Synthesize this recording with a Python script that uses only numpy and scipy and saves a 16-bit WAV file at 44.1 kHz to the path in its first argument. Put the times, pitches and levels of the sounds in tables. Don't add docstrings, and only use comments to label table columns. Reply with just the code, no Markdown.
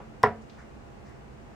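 import sys
import numpy as np
from scipy import signal
from scipy.fft import rfft, irfft, next_fast_len
from scipy.io import wavfile
from scipy.ndimage import map_coordinates

SR = 44100
rng = np.random.default_rng(int(sys.argv[2]) if len(sys.argv) > 2 else 0)


def unload_audio(sound):
    columns = np.transpose(np.atleast_2d(sound))
    steps = np.round(np.clip(columns, -1, 1) * 32767)
    wavfile.write(sys.argv[1], SR, steps.astype(np.int16))


N = 68355

TOUCH_S = 0.2311
THUD_S = 0.23502

# (frequency [Hz], likeness [-1 to 1])
ROOM_ALIKE = [(100, 0.73), (500, 0.9), (1200, 0.83), (2500, .7), (8000, 0.22)]


def amp(db):
    return 10 ** (np.asarray(db) / 20)


def unit(x):
    return x / np.sqrt(np.mean(x ** 2) + 1e-20)


def along(points, hz):
    point_hz, value = np.transpose(points)
    return np.interp(np.log(hz + 1), np.log(point_hz + 1), value)


def since(s):
    return np.maximum(np.arange(N) / SR - s, 0)


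def pan(db):
    return amp(np.array([[0.5], [-0.5]]) * db)


def filtered(x, response):
    padded = next_fast_len(N + SR // 2)
    hz = np.fft.rfftfreq(padded, 1 / SR)
    return irfft(rfft(x, padded) * response(hz), padded)[..., :N]


def noise(colour, alike):
    def middle_and_side(hz):
        angle = np.arccos(np.clip(along(alike, hz), -1, 1)) / 2
        return colour(hz) * np.array([np.cos(angle), np.sin(angle)])

    middle, side = filtered(rng.standard_normal((2, N)), middle_and_side)
    return unit(np.array([middle + side, middle - side]))


def band(centre_hz, octaves):
    return lambda hz: np.exp(-0.5 * (np.log2((hz + 1) / centre_hz) / octaves) ** 2)


def dying(t, t60):
    return np.exp(-np.log(1000) * t / t60)


def struck(s, rise, t60):
    t = since(s)
    return (1 - np.exp(-t / rise)) * dying(t, t60)


def ring(modes, s, rise):
    return sum(amp(db) * struck(s, rise, t60) * np.sin(2 * np.pi * hz * since(s))
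               for hz, db, t60 in modes)


def hum():
    # (frequency [Hz], level [dB rms])
    hum_tones = [(59.2, -72.5), (134.6, -63), (215.3, -64), (495.3, -69.5), (689.1, -66.5), (807.5, -68)]
    drift_radians, drift_rate = 0.63, 6.55
    t = since(0)
    total = 0
    for hz, db in hum_tones:
        start_turn = rng.random()
        drift = map_coordinates(rng.standard_normal(64), [t * drift_rate], mode="mirror")
        phase = 2 * np.pi * (hz * t + start_turn) + drift_radians * drift
        total = total + amp(db) * np.sqrt(2) * np.sin(phase)
    return total


def room_air():
    # (frequency [Hz], relative level [dB])
    air_colour = [(15, -20), (25, -13), (64, -0.5), (96, -11), (134, -4), (171, -16), (209, -4.5),
                  (260, -12), (331, -10), (366, -12), (668, -16.5), (738, -18.5), (816, -17), (3000, -32),
                  (3900, -63), (6600, -120)]
    # (frequency [Hz], likeness [-1 to 1])
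    air_alike = [(60, 0.59), (180, 0.44), (550, -0.15), (1650, -0.095), (4970, -0.46), (15000, -0.44)]
    level_db, rumble_cut_hz = -47.5, 36

    def colour(hz):
        return amp(along(air_colour, hz)) * hz / np.hypot(hz, rumble_cut_hz)

    return amp(level_db) * noise(colour, air_alike)


def recorder_hiss():
    # (frequency [Hz], relative level [dB])
    hiss_colour = [(1760, -48), (3000, -20), (3240, 0.5), (7420, -4.5), (9730, -11.5), (12000, -18.5),
                   (15100, -10), (16000, -29), (16500, -45)]
    # (frequency [Hz], likeness [-1 to 1])
    hiss_alike = [(3000, 0), (10000, 0)]
    level_db = -69
    return amp(level_db) * noise(lambda hz: amp(along(hiss_colour, hz)), hiss_alike)


def opening_sound():
    level_db, centre_hz, octaves = -42.5, 580, 0.94
    envelope = struck(0, rise=0.0016, t60=0.2)
    return amp(level_db) * envelope * noise(band(centre_hz, octaves), ROOM_ALIKE)


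def dart():
    # (frequency [Hz], relative level [dB])
    crack_colour = [(1000, 1.5), (2500, -3), (3500, -7.5), (5100, -1), (6600, -15), (9000, -11),
                    (12000, -17), (15500, -11), (17000, -35)]
    # (frequency [Hz], level before the rise, decay and panning [dB], t60 [s])
    dart_modes = [(1523, -25.5, 0.035), (3520, -30.5, 0.024), (4970, -22.5, 0.013), (5270, -18, 0.012),
                  (5450, -27, 0.018), (10170, -35, 0.0085)]
    crack_db, crack_t60_s = -35, 0.0098
    snap_db, snap_t60_s = 11, 0.0026
    sink_s = 0.004
    lean_db = 3.5

    def colour(hz):
        return amp(along(crack_colour, hz)) * hz / (hz + 500)

    crack = noise(colour, [(1000, 0.6)])
    crunch = (since(TOUCH_S) > 0) * dying(since(TOUCH_S + sink_s), crack_t60_s)
    snap = amp(snap_db) * struck(TOUCH_S, 0.00005, snap_t60_s)
    ringing = ring(dart_modes, TOUCH_S, rise=0.0013)
    return pan(lean_db) * (amp(crack_db) * (crunch + snap) * crack + ringing)


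def board():
    # (frequency [Hz], level before the rise and decay [dB], t60 [s])
    board_modes = [(112.6, -21, 0.08), (260, -22, 0.066), (462, -8, 0.048), (500, -32, 0.023),
                   (730, -10, 0.048), (870, -11.5, 0.037), (993.4, -7, 0.053), (1038, -2.5, 0.028),
                   (1235, -22, 0.041), (1377, -16, 0.065), (1804, -21.5, 0.071), (1943, -10.5, .035),
                   (2436, -24.5, 0.016)]
    attack_s = 0.0034
    knock_s, knock_db, knock_hz, knock_half_s = 0.23858, -5.5, 960, 0.00056
    echo_s, echo_db, echo_top_hz = 0.02375, -11.5, 4000
    echo_lag_s = 0.00014

    t = np.arange(N) / SR - knock_s
    knock = amp(knock_db) * np.exp(-(t / knock_half_s) ** 2) * np.sin(2 * np.pi * knock_hz * t)
    thud = knock - ring(board_modes, THUD_S, attack_s)
    delay = echo_s + echo_lag_s * np.array([[0.5], [-0.5]])

    def wall(hz):
        delayed = np.exp(-2j * np.pi * hz * delay)
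        return delayed / (1 + (hz / echo_top_hz) ** 2)

    return thud + amp(echo_db) * filtered(thud, wall)


def room():
    # (frequency [Hz], relative level [dB])
    tail_colour = [(50, -21), (100, -12.5), (200, -10.5), (345, -21.5), (430, -4.5), (560, -17.5),
                   (720, -4), (890, -12), (1050, -9), (1350, -12.5), (1850, -10), (2500, -22.5),
                   (3300, -30), (4400, -35.5), (5300, -29.5), (6500, -47), (10000, -47), (12000, -51),
                   (15000, -50), (17000, -68)]
    # (frequency [Hz], t60 [s])
    tail_decay = [(100, 0.36), (500, 0.33), (1000, 0.25), (2000, 0.21), (5000, 0.16), (12000, 0.16)]
    # (frequency [Hz], level before the rise and decay [dB], t60 [s])
    ringing_modes = [(91.3, -29, 0.29), (222.2, -28.5, 0.48), (417.7, -12, 0.16), (457.5, -27, 0.26),
                     (567.6, -27, 0.22), (683, -30.5, 0.31), (726, -23, 0.24), (970, -24, 0.21),
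                     (1318, -30, 0.15), (1722, -28, 0.13)]
    tail_db, tail_rise_s, ringing_attack_s = -23, 0.0036, 0.027

    steady = noise(lambda hz: amp(along(tail_colour, hz)), ROOM_ALIKE)
    hz, t, slices = signal.stft(steady, SR, nperseg=512)
    decay = dying(np.maximum(t - THUD_S, 0), along(tail_decay, hz)[:, None])
    tail = signal.istft(slices * decay, SR, nperseg=512)[1][:, :N]
    rise = 1 - np.exp(-since(TOUCH_S) / tail_rise_s)
    return amp(tail_db) * tail * rise + ring(ringing_modes, THUD_S, ringing_attack_s)


def rustles():
    # (time [s], level before the rise and decay [dB], centre [Hz], width [octaves],
    # rise [s], t60 [s])
    rustle_list = [(.416, -63.5, 6000, 0.36, .003, 0.13), (0.496, -54.5, 3600, 0.51, .0005, 0.1),
                   (.515, -62, 3600, 0.63, 0.011, 0.39), (.58, -50, 1520, 0.35, 0.0069, 0.3),
                   (.585, -65, 5770, 0.42, 0.0054, 0.29), (1.04, -57, 1900, 0.22, 0.035, 0.55),
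                   (1.05, -64.5, 5400, 0.35, .01, 0.31), (1.091, -64, 7500, 0.54, .001, 0.05)]
    total = 0
    for s, db, hz, octaves, rise, t60 in rustle_list:
        total = total + amp(db) * struck(s, rise, t60) * noise(band(hz, octaves), ROOM_ALIKE)
    return total


def scene():
    # (frequency [Hz], left minus right [dB])
    balance = [(60, -3.5), (400, -1), (1500, 0), (5000, 1), (12000, 0.5)]
    background = hum() + room_air() + recorder_hiss()
    surroundings = background + opening_sound() + board() + room() + rustles()
    return dart() + filtered(surroundings, lambda hz: pan(along(balance, hz)))


def record(dry):
    dip_db, dip_hz, dip_octaves = -10, 12380, 0.13
    top_hz = 16500

    def response(hz):
        dip = amp(dip_db * band(dip_hz, dip_octaves)(hz))
        low_pass = 1 / np.sqrt(1 + (hz / top_hz) ** 160)
        return dip * low_pass

    return filtered(dry, response)


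dry = scene()
out = record(dry)
unload_audio(out)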